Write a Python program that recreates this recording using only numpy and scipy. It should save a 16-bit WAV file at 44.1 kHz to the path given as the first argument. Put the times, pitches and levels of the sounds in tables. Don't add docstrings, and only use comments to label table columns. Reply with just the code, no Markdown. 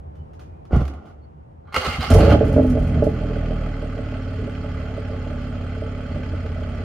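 import sys
import numpy as np
from scipy import signal
from scipy.fft import rfft, irfft, next_fast_len
from scipy.io import wavfile
from scipy.ndimage import uniform_filter1d

SR = 44100
rng = np.random.default_rng(int(sys.argv[2]) if len(sys.argv) > 2 else 0)


def nominal_scale(level):
    x = np.asarray(level, float) / 20
    return 10 ** x


def materialize(psi):
    bounded = np.clip(np.atleast_2d(psi).T, -1, 1)
    quanta = np.round(bounded * 32767).astype(np.int16)
    wavfile.write(sys.argv[1], SR, quanta)


N = 301644
T = np.arange(N) / SR
PADDED = next_fast_len(N + 8192)
HZ = np.fft.rfftfreq(PADDED, 1 / SR) + 1
SETTLES_S = 3.15

# [f/Hz, width/Hz, level/dB]
BOXES = [(48, 12, -10.5), (79.3, 43.4, 5.5), (92, 18.7, -0.5), (149.4, 23.5, -9), (237.9, 21.8, -3.5),
         (253, 55, -2)]
# [f/Hz, width/Hz, level/dB]
TAILS = [(438.1, 20.6, 3.5), (567.6, 44.5, 4.5), (635, 71, 5.5), (776, 80, -23.5), (835, 18.3, -15.5),
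         (309.3, 26, -3.5)]


def curves(rows, silent=()):
    s, *columns = np.transpose(rows)
    outside = np.maximum(np.maximum(s[0] - T, T - s[-1]), 0)
    drop_db = np.minimum(outside * 5000, 150)
    return [np.interp(T, s, column) - (k in silent) * drop_db for k, column in enumerate(columns)]


def over_hz(points):
    hz, value = np.transpose(points)
    return np.interp(np.log(HZ), np.log(np.maximum(hz, 1)), value)


def unit(x):
    return x / np.sqrt(np.mean(x ** 2))


def noise(points, rings=()):
    lift = 1 + sum(nominal_scale(db) / (1 + (2 * (HZ - hz) / width) ** 2) for hz, width, db in rings)
    spectrum = rfft(rng.standard_normal(PADDED)) * nominal_scale(over_hz(points)) * lift
    return unit(irfft(spectrum, PADDED)[:N])


def ring(x, hz, width):
    p = np.exp((2j * np.pi * hz - np.pi * abs(width)) / SR)
    return signal.lfilter([0, p.imag], [1, -2 * p.real, abs(p) ** 2], x)


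def pipes(x, modes):
    return sum((-1) ** k * nominal_scale(db) * ring(x, hz, width) for k, (hz, width, db) in enumerate(modes))


def blows(s, db):
    x = np.zeros(N)
    np.add.at(x, (np.asarray(s) * SR).astype(int), nominal_scale(db))
    return x


def fade(x, t60):
    return signal.lfilter([1], [1, -np.exp(-np.log(1000) / (abs(t60) * SR))], x)


def soften(x, size):
    return uniform_filter1d(uniform_filter1d(x, size), size)


def walk(rate):
    k = int(SR / rate)
    return 1.535 * soften(np.repeat(rng.standard_normal(N // k + 1), k), k)[:N]


def span_db(start, rise_db_s, end, fall_db_s):
    return -np.minimum(rise_db_s * np.maximum(start - T, 0) + fall_db_s * np.maximum(T - end, 0), 200)


def bump(s, length):
    return np.exp(-((T - s) / length) ** 2)


def passings(turns, share):
    return np.flatnonzero(np.diff(np.floor(turns - share)) > 0)


def traffic():
    # [t/s, level/dB]
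    traffic_level = [(0, -39.5), (.6, -40), (1.2, -43.5), (1.7, -44), (2.1, -45)]
    # [f/Hz, level/dB per Hz]
    far_mid = [(18, -66), (30, -36), (48, -18.5), (59, -19.5), (82, -5), (102, -20), (157, -16.5),
               (187, -28.5), (246, -26.5), (301, -30.5), (387, -30.5), (2730, -62), (3100, -64),
               (3430, -69.5), (12000, -82), (15600, -111), (22000, -120)]
    # [f/Hz, level/dB per Hz]
    far_side = [(15, -77), (25, -39), (70, -6.5), (225, -14.5), (314, -13.5), (440, -15), (797, -10.5),
                (1340, -30), (12000, -74.5), (15600, -99), (22000, -120)]
    mid = noise(far_mid) * nominal_scale(0.39 * walk(11.0))
    side = nominal_scale(-7.5) * noise(far_side)
    return nominal_scale(curves(traffic_level)[0]) * (mid + side * np.array([[1], [-1]]))


def birds():
    # [t/s, length/s, f/Hz, level/dB]
    peeps = [(.14, .09, 3020, -73), (.37, .27, 2430, -75), (1.21, .05, 4430, -73)]
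    waver = np.cumsum(1 + .007 * walk(150)) / SR
    song = 0
    for s, length, hz, db in peeps:
        along = np.clip((T - s) / length, 0, 1)
        swell = np.sqrt(np.abs(np.sin(np.pi * along)))
        song = song + nominal_scale(db + 3 * walk(61.5)) * swell * np.sin(2 * np.pi * hz * waver)
    return song


def trim():
    # [f/Hz, level/dB per Hz]
    trim_colour = [(120, -36), (200, 1), (310, -1), (488, -11), (728, -5), (940, -13), (1030, -12.5),
                   (1430, -11.5), (1680, -33), (2060, -22.5), (2470, -34.5), (2800, -28), (3750, -37.5),
                   (15500, -66)]
    from_s, until_s, sag_db_s = 0.736, 0.82, 44.5
    shake_db = -27.5 - sag_db_s * (T - from_s) - 5 * (T > until_s)
    shake_db = shake_db + span_db(from_s, 700, until_s, 58 - sag_db_s)
    return nominal_scale(shake_db + 2.2 * walk(70)) * noise(trim_colour)


def small_clicks():
    # [t/s, level/dB, 60 dB fade/s]
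    clicks = [(.153, -62, .2), (0.334, -57, 0.15), (0.394, -51, 0.27), (0.653, -57, 0.12),
              (0.71, -58, 0.065), (0.762, -43.5, 0.13), (0.804, -48.5, 0.25), (0.853, -42, 0.053),
              (0.879, -38.5, 0.052), (0.937, -49, 0.04), (1.055, -58.5, .2), (1.084, -65, 0.22)]
    # [f/Hz, level/dB per Hz]
    click_colour = [(440, -11), (1000, -2), (1320, 0.5), (1700, -8), (3300, -12), (15000, -33.5)]
    return sum(fade(blows([s], db), t60) for s, db, t60 in clicks) * noise(click_colour)


def door():
    # [t/s, level/dB]
    thuds = [(0.73, -2), (0.742, -7.5), (0.765, 3), (0.788, -12.5), (0.814, -4)]
    # [f/Hz, level/dB, ring time/s that sets the width]
    body = [(69.2, 0.5, 0.54), (131, -0.5, 0.132), (195, 4, 0.032), (368, -11, 0.18), (482, 3.5, 0.012)]
    # [t/s, level/dB]
    latch = [(.709, -24.5), (0.7305, -16)]
    # [f/Hz, width/Hz, level/dB]
    latch_rings = [(328, 79, 1), (537, 140, -0.5), (776, 110, -7.5), (1350, 200, -12)]
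    hits = blows(*np.transpose(thuds))
    shell = [(hz, 2.63 / ring_s, db) for hz, db, ring_s in body]
    thud = nominal_scale(-7.0) * pipes(uniform_filter1d(hits, size=130), shell)
    seals = noise([(120, -22.0), (250, 15.5), (500, 9.0), (800, -7), (1400, -13.0), (4000, -47)])
    slap = nominal_scale(-34.5) * fade(hits, 0.1) * seals
    catch = pipes(blows(*np.transpose(latch)), latch_rings)
    return thud + slap + trim() + small_clicks() + catch


def relay():
    # [t/s, level/dB, 60 dB fade/s whose sign is ignored]
    pulls = [(1.652, -61, 0.3), (1.672, -50, -0.8)]
    # [f/Hz, width/Hz, level/dB]
    relay_rings = [(844, 78, -8), (1170, 69, 1), (1415, 50, -1), (2200, 140, -15), (3180, 80, -18),
                   (4100, 90, -19)]
    envelope = uniform_filter1d(sum(fade(blows([s], db), t60) for s, db, t60 in pulls), size=130)
    buzz = sum(nominal_scale(db) * unit(ring(rng.standard_normal(N), hz, width)) for hz, width, db in relay_rings)
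    return envelope * unit(buzz)


def gear_whine():
    # [t/s, f/Hz, level/dB]
    whine_path = [(1.82, 3800, -52), (1.845, 4000, -50), (1.855, 4100, -39), (1.865, 3850, -58),
                  (1.88, 4050, -54), (1.89, 4200, -42), (1.9, 4300, -52), (1.912, 4420, -39),
                  (1.925, 4150, -52), (1.94, 3850, -43), (1.955, 3800, -58), (2.0, 3900, -50),
                  (2.017, 4080, -41), (2.03, 4300, -56), (2.05, 4450, -45), (2.058, 4600, -53),
                  (2.068, 4800, -44), (2.085, 4820, -47), (2.1, 4900, -54), (2.115, 5150, -44),
                  (2.14, 5300, -56)]
    mesh_hz, whine_db = curves(whine_path, silent=(1,))
    mesh = 2 * np.pi * np.cumsum(mesh_hz * (1 + .022 * walk(500))) / SR
    whine = 0
    for multiple, db in ((1, 0), (.68, -12), (1.14, -16)):
        whine = whine + nominal_scale(whine_db + db + 6 * walk(50)) * np.sin(multiple * mesh)
    return whine


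def pinion_squeals():
    # [t/s, length/s, start f/Hz, end f/Hz, level/dB]
    squeals = [(1.87, .08, 2100, 2040, -35), (2.005, .035, 5080, 4900, -39), (2.225, .045, 1750, 1300, -33),
               (2.305, .045, 1480, 1130, -27)]
    sound = 0
    for s, length, from_hz, to_hz, db in squeals:
        along = np.clip((T - s) / length, 0, 1)
        hz = from_hz + (to_hz - from_hz) * along
        glide = np.cumsum(hz * (1 + .016 * walk(350))) / SR
        sound = sound + nominal_scale(db) * np.sin(np.pi * along) * np.sin(2 * np.pi * glide)
    return sound


def starter():
    # [t/s, length/s, change/dB]
    grinds = [(1.802, .02, -2), (1.868, 0.014, -0.5), (1.932, 0.014, 3), (1.997, 0.022, -4.5),
              (2.017, .015, 3), (2.11, 0.0087, 3.5), (2.13, 0.0052, -7), (2.137, .008, 5.5),
              (2.158, .012, -7.5), (2.21, 0.013, 2), (2.227, .008, -5), (2.26, 0.012, 1),
              (2.282, 0.012, -3), (2.32, .02, 7.5), (2.43, .012, 19)]
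    # [f/Hz, level/dB per Hz]
    whirr_colour = [(150, -25), (250, -12.5), (366, -1), (420, 0), (1010, -3), (1330, -4), (1700, -9.5),
                    (2090, -7), (3630, -10.5), (4240, -7), (6000, -22.5), (9070, -22), (10100, -37.5),
                    (13500, -26.5), (15500, -53.5)]
    # [f/Hz, width/Hz, lift/dB]
    whirr_rings = [(513, 8.3, 1.5), (820, 120, -3), (1322, 290, 9.5), (2026, 28, 2), (2188, 19, 3),
                   (2880, 81, 3.5), (3170, 60, -9), (4200, 140, -33), (4200, 51, -29), (5470, 150, -25)]
    # [t/s, level/dB]
    clack_hits = [(1.7429, -16.5), (1.7629, -12), (1.7752, -36), (2.0066, -23.5), (2.135, -24), (2.25, -26),
                  (2.3244, -26)]
    # [t/s, level/dB]
    compressions = [(1.768, -17), (1.876, -12.5), (1.938, -23), (1.986, -10.5), (2.039, -22.5),
                    (2.077, -18)]

    engage_s = 1.743
    whirr_db = -29 - 10.5 * (T - engage_s) + sum(db * bump(s, length) for s, length, db in grinds)
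    whirr_db = whirr_db + span_db(1.726, 5000, 2.325, 450)
    whirr_db = whirr_db - 12.5 * (T < engage_s)
    teeth = rng.random((int(900 * T[-1]), 2))
    teeth_db = -8 - 3 * np.log(teeth[:, 1] + .01)
    grit = 1 + fade(blows(teeth[:, 0] * T[-1], teeth_db), .008)
    whirr = unit(noise(whirr_colour, whirr_rings) * grit) * nominal_scale(2.0 * walk(60.56))
    for hz, db in ((804, -10.5), (1150, -11.5), (1420, -11), (2106, -9), (2480, -19), (2795, -14),
                   (3150, -13.5)):
        whirr = whirr + nominal_scale(db + 3 * walk(40.1)) * unit(ring(rng.standard_normal(N), hz, 80))
    treble = noise([(4000, -38), (6000, 7.0), (14000, -9.0), (15500, -40.0)])
    running = nominal_scale(whirr_db) * (whirr + nominal_scale(-26) * treble)

    hits = blows(*np.transpose(clack_hits))
    clacks = nominal_scale(-14.5) * pipes(hits, whirr_rings)
    clacks = clacks + nominal_scale(-5.0) * fade(hits, 0.091) * noise(whirr_colour, whirr_rings)
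    clacks = clacks + nominal_scale(-39.5) * fade(hits, 0.038) * treble
    thumps = pipes(uniform_filter1d(blows(*np.transpose(compressions)), size=90), BOXES)
    return running + gear_whine() + pinion_squeals() + relay() + clacks + thumps


def valve_ticks(turn, start_s):
    # [share of the cycle, f/Hz, width/Hz that sets the tremble, 60 dB fade/s, level/dB]
    taps = [(0, 8300, 160, .06, -66), (.16, 8100, 180, .08, -64), (.49, 8100, 180, .06, -68),
            (.65, 8150, 180, .06, -66), (.82, 8100, 180, .06, -69), (.41, 5450, 90, .1, -69),
            (.47, 5450, 60, .1, -65), (.81, 5450, 80, .08, -68), (.32, 6850, 150, .07, -67),
            (.61, 6850, 150, .06, -69), (.82, 6850, 150, .06, -67), (.84, 4200, 200, .07, -58),
            (.44, 4200, 130, .08, -60), (.15, 4200, 130, .05, -61), (.85, 4800, 130, .06, -62),
            (.43, 1400, 250, .06, -43), (.01, 1300, 250, .07, -45), (.67, 1250, 250, .06, -47)]
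    ticks, wobble = 0, walk(300)
    for share, hz, width, t60, db in taps:
        at = passings(turn / 6, share)
        at = at[T[at + 1] > start_s]
        tap = fade(blows(at / SR, db + 1.5 * rng.standard_normal(len(at))), t60)
        tone = np.sin(2 * np.pi * np.cumsum(hz + .6 * width * wobble) / SR)
        ticks = ticks + uniform_filter1d(tap, size=130) * unit(tone)
    return ticks


def block_noise(turn):
    # [f/Hz, level/dB per Hz]
    block_colour = [(410, -2.5), (700, -15.5), (861, 4.5), (943, -8.5), (1320, -2.5), (1670, -6.5),
                    (3190, -12.5), (3770, -20.5), (4240, -18), (6940, -37), (7600, -30), (8210, -34.5),
                    (9980, -45), (13300, -39), (15500, -76.5)]
    # [f/Hz, width/Hz, lift/dB]
    block_rings = [(1104, 11, 2.4), (1187, 30, 6.3), (1297, 26, 1), (1335, 18, 1.9), (1465, 92, 2.3),
                   (2030, 56, 6.3), (2280, 22, 1.7), (2504, 31, 3.3), (2727, 41, 1), (3164, 75, 4.9),
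                   (4080, 27, 1.2), (4940, 71, 3), (6750, 420, 5.4)]
    knocks = passings(turn, .85) / SR
    knock_db = 1 + 2.5 * rng.standard_normal(len(knocks))
    loose = rng.random((500, 2))
    clatter = fade(blows(loose[:, 0] * T[-1], -5 - 14 * loose[:, 1]), 0.037)
    beat = 1 + fade(blows(knocks, knock_db), 0.08) + clatter
    return unit(noise(block_colour, block_rings) * soften(beat, 50))


def pops(turn):
    # [t/s, level/dB, boom above that level/dB]
    late_burns = [(2.104, -10, -22), (2.128, -22, -5), (2.155, -4.5, -23), (2.178, -14, -7),
                  (2.22, -15, 0.5), (2.261, -10.5, 0), (2.279, -6.5, -9), (2.323, -17, -16),
                  (2.342, -5.5, -21), (2.41, -4.5, 0), (2.466, -18, 20), (2.495, -28, -5),
                  (2.529, -25.5, 18), (2.563, -7, 11.5), (2.578, -2, -22), (2.595, -4.5, -4.5),
                  (2.646, -10.5, -13), (2.676, -27.5, 24.5), (2.709, -29, 10), (2.753, -16, 18),
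                  (2.771, -11.5, -13), (2.841, -27.5, 20.5), (3.023, -5.5, -13.5), (3.068, -7, -19.5),
                  (3.211, -24, 9.5), (3.361, -23.5, -21), (3.508, -21, -9), (3.668, -23, -9),
                  (3.826, -20.5, -6), (3.987, -22.5, 11.5), (4.123, -25.5, 15), (4.476, -22, -4),
                  (4.644, -25.5, -22), (4.978, -20.5, -24), (5.097, -24, -16), (5.265, -25, -13),
                  (5.313, -23.5, -8), (5.821, -20.5, -18), (6.16, -23.5, -12), (6.335, -22, 4),
                  (6.453, -27.5, 7.5), (6.619, -23, -28)]
    # [share of the cycle, level/dB]
    lazy_burns = [(0.038, -33), (.54, -39), (.74, -34), (.88, -37)]
    s, pop_db, low_db = np.transpose(late_burns)
    bangs = blows(s, pop_db)
    for share, db in lazy_burns:
        lazy = passings(turn / 6, share)
        lazy = lazy[T[lazy + 1] > SETTLES_S]
        lazy = lazy[np.abs(lazy[:, None] / SR - s).min(axis=1) > .03]
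        bangs = bangs + blows(lazy / SR, db + 3 * rng.standard_normal(len(lazy)))
    bangs = soften(bangs, 18)
    boom = pipes(uniform_filter1d(blows(s, pop_db + low_db), size=40), BOXES[3:])
    return nominal_scale(-6.5) * pipes(bangs, TAILS[1:]) + nominal_scale(-9) * pipes(bangs, TAILS[:1]) + nominal_scale(-8.5) * boom


def spits():
    # [t/s, level/dB]
    bursts = [(2.1034, -27), (2.138, -25), (2.183, -34.5), (2.452, -46.5), (2.479, -48.5), (2.527, -43),
              (2.572, -56), (2.6283, -49), (2.6645, -47.5), (2.698, -42), (2.791, -50.5), (2.8286, -50),
              (2.873, -48), (3.039, -43.5), (3.096, -55.5)]
    hiss = noise([(2500, -4.0), (6000, -3.5), (9000, -4.0), (14000, -12.0), (15500, -24.5)])
    return nominal_scale(-6.5) * fade(blows(*np.transpose(bursts)), 0.14) * hiss


def tailpipe_bark(late):
    bark = 0
    for hz, width, db in TAILS:
        puffs = fade(blows(late, 4.6 * rng.standard_normal(len(late))), 0.22) + 0.2
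        bark = bark + nominal_scale(db) * ring(puffs * rng.standard_normal(N), hz, width)
    return unit(bark)


def even_throb(hz, turn, above):
    # [multiple of half the firing rate, level/dB]
    orders = [(2, -3), (3, -24), (4, -2), (5, 1.5), (6, -5), (7, -23), (8, -10), (9, -14), (10, -12),
              (11, -20), (12, -16), (13, -10), (14, -8), (15, -10), (16, -20)]
    # [f/Hz, level/dB]
    silencer = [(24, -22), (35, 0), (285, 0), (330, -14)]
    # [t/s, front lift/dB, rear lift/dB]
    singing = [(2.1, 12, 8), (2.13, 9, 10), (2.19, 13, 13), (2.23, 5, 14), (2.32, 5, 14), (2.36, 0, 2),
               (2.52, 3, 4), (2.57, 3, 24), (2.72, 4, 22), (2.8, 2, 2), (3.1, 4, 0), (3.2, 0, 0)]
    # [t/s, change/dB]
    deep_note = [(2.3, -6), (2.35, -23), (2.47, 1), (2.56, -3), (2.64, -17), (2.7, 5), (2.76, -10.5),
                 (2.82, 8.5), (2.91, -5), (3.07, 3), (3.115, -10.5), (3.2, 2)]
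    apart = 1 - np.exp(-np.maximum(T - SETTLES_S, 0) / .5)
    odd_db = np.where(T < SETTLES_S, -10, -22 + 22 * apart)
    deep_db, (front_db, rear_db) = curves(deep_note)[0], curves(singing)
    throb = 0
    for k, db in orders:
        note_hz = k * hz / 2
        passed_db = np.interp(note_hz, *np.transpose(silencer)) + deep_db * (k == 2)
        passed_db = passed_db - .8 * np.clip(above, 0, 7) * (k > 12)
        if k % 4 == 0:
            passed_db = passed_db + front_db / (1 + ((note_hz - 90) / 15) ** 2)
            passed_db = passed_db + rear_db / (1 + ((note_hz - 258) / 40) ** 2)
        phase = np.pi * k * (turn - .3) + .059 * k * k - 2.87 - np.pi / 2 * (k % 2)
        phase = phase + .003 * k * k * walk(14)
        throb = throb + nominal_scale(db + passed_db + odd_db * (k % 2) + 1.4 * walk(6.3)) * np.cos(phase)
    return unit(throb)


def ragged_burns(late, burn_db):
    pushes = uniform_filter1d(blows(late, burn_db), size=40)
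    return unit(pipes(pushes + 0.02 * rng.standard_normal(N), BOXES))


def engine():
    # [t/s, firing rate/Hz]
    crank = [(2.09, 21), (2.17, 23), (2.21, 27.5), (2.3, 34), (2.4, 38.5), (2.5, 41), (2.58, 44.3),
             (2.66, 42.5), (2.8, 41.3), (3.05, 41), (3.2, 41.3), (3.34, 40.2), (3.55, 39.3), (3.75, 38.2),
             (3.91, 37.4), (4.3, 36.5), (4.6, 36.1), (5.2, 35.75), (6.0, 35.25), (6.84, 34.8)]
    # [t/s, raggedness 0-1]
    ragged_path = [(2.12, .6), (2.19, .3), (2.38, .3), (2.45, .55), (3.08, .55), (3.18, .25), (4.3, .1)]
    # [t/s, level/dB]
    load = [(2.098, -25), (2.11, -7.5), (2.2, -8.5), (2.33, -8), (2.4, -14.5), (2.7, -18), (2.82, -19.5),
            (2.95, -16), (3.1, -18), (3.4, -21), (3.75, -26), (4.3, -27), (5.5, -28), (6.1, -28),
            (6.84, -26.5)]
    # [t/s, lift/dB]
    surges = [(2.58, 0.5), (3.52, 3), (3.66, 2.5), (4.44, 4), (6.16, 4.5), (6.34, 2.5)]

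    hz = curves(crank)[0]
    turn = np.cumsum(hz * (1 + .002 * walk(6.6))) / SR
    turn = turn - turn[int(4.970 * SR)]
    surge_db = sum(db * bump(s, 0.04) for s, db in surges)
    boom_db = curves(load)[0] + surge_db
    rough = np.clip(curves(ragged_path)[0] + .09 * surge_db, 0, .9)
    above, steep = boom_db + 26, np.maximum(boom_db + 18, 0)
    bark_db = -40 + 0.71 * above + 1.36 * steep
    block_db = -44 + 0.084 * above + 1.02 * steep

    at = passings(turn, .2)
    chance = rng.standard_normal((len(at), 2))
    late = np.clip(at / SR + 0.003005 * chance[:, 0], 0, T[-1])
    boom = np.sqrt(1 - rough ** 2) * even_throb(hz, turn, above)
    boom = boom + rough * ragged_burns(late, 2.2 * chance[:, 1])
    exhaust = nominal_scale(boom_db) * boom + nominal_scale(bark_db) * tailpipe_bark(late)
    running = nominal_scale(span_db(load[0][0], 5000, T[-1], 0))
    steady = running * (exhaust + nominal_scale(block_db) * block_noise(turn))
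    return steady + pops(turn) + spits() + valve_ticks(turn, crank[0][0])


def scene():
    # [f/Hz, width/Hz, depth 0-1]
    road_dips = [(951, 69, 0.75), (3835, 390, 0.33), (7770, 500, 0.65)]
    scatter_delays = [.0013, .0031, .0053, .0087]
    # [f/Hz, left minus right level/dB]
    lean_points = [(60, -1.0), (110, -1.0), (200, -2.0), (380, -4.0), (700, -5.5), (1290, -2.5),
                   (2380, -2.0), (4400, -7), (8120, -7.0), (15000, 0.3)]
    # [f/Hz, likeness from -1 to 1]
    like_points = [(60, 1.0), (130, 1), (290, 0.97), (640, 0.87), (1410, 0.67), (3100, 0.3), (6820, -0.064),
                   (15000, 0.094)]
    car = rfft(birds() + door() + starter() + engine(), PADDED)
    for hz, width, depth in road_dips:
        car = car * (1 - np.clip(depth, 0, 1) * np.exp(-((HZ - hz) / width) ** 2))
    scatter = 1
    for s in scatter_delays:
        echo = np.exp(-2j * np.pi * HZ * s)
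        scatter = scatter * (echo - .5) / (1 - .5 * echo)
    like = np.clip(over_hz(like_points), -.9, .999)
    wide = np.sqrt((1 - like) / (1 + like)) * scatter
    lean = nominal_scale(over_hz(lean_points) / 2)
    both = car * np.array([lean * (1 + wide), (1 - wide) / lean])
    return irfft(both, PADDED)[:, :N] + traffic()


def roll_off(x):
    return signal.sosfilt(signal.butter(12, 15700, fs=SR, output="sos"), x)


def record(dry):
    low_cut = signal.butter(2, 26, "high", fs=SR, output="sos")
    heard = signal.sosfiltfilt(low_cut, dry)
    mix = np.tanh(1.025 * heard) / 1.011
    return roll_off(mix)


dry = scene()
out = record(dry)
materialize(out)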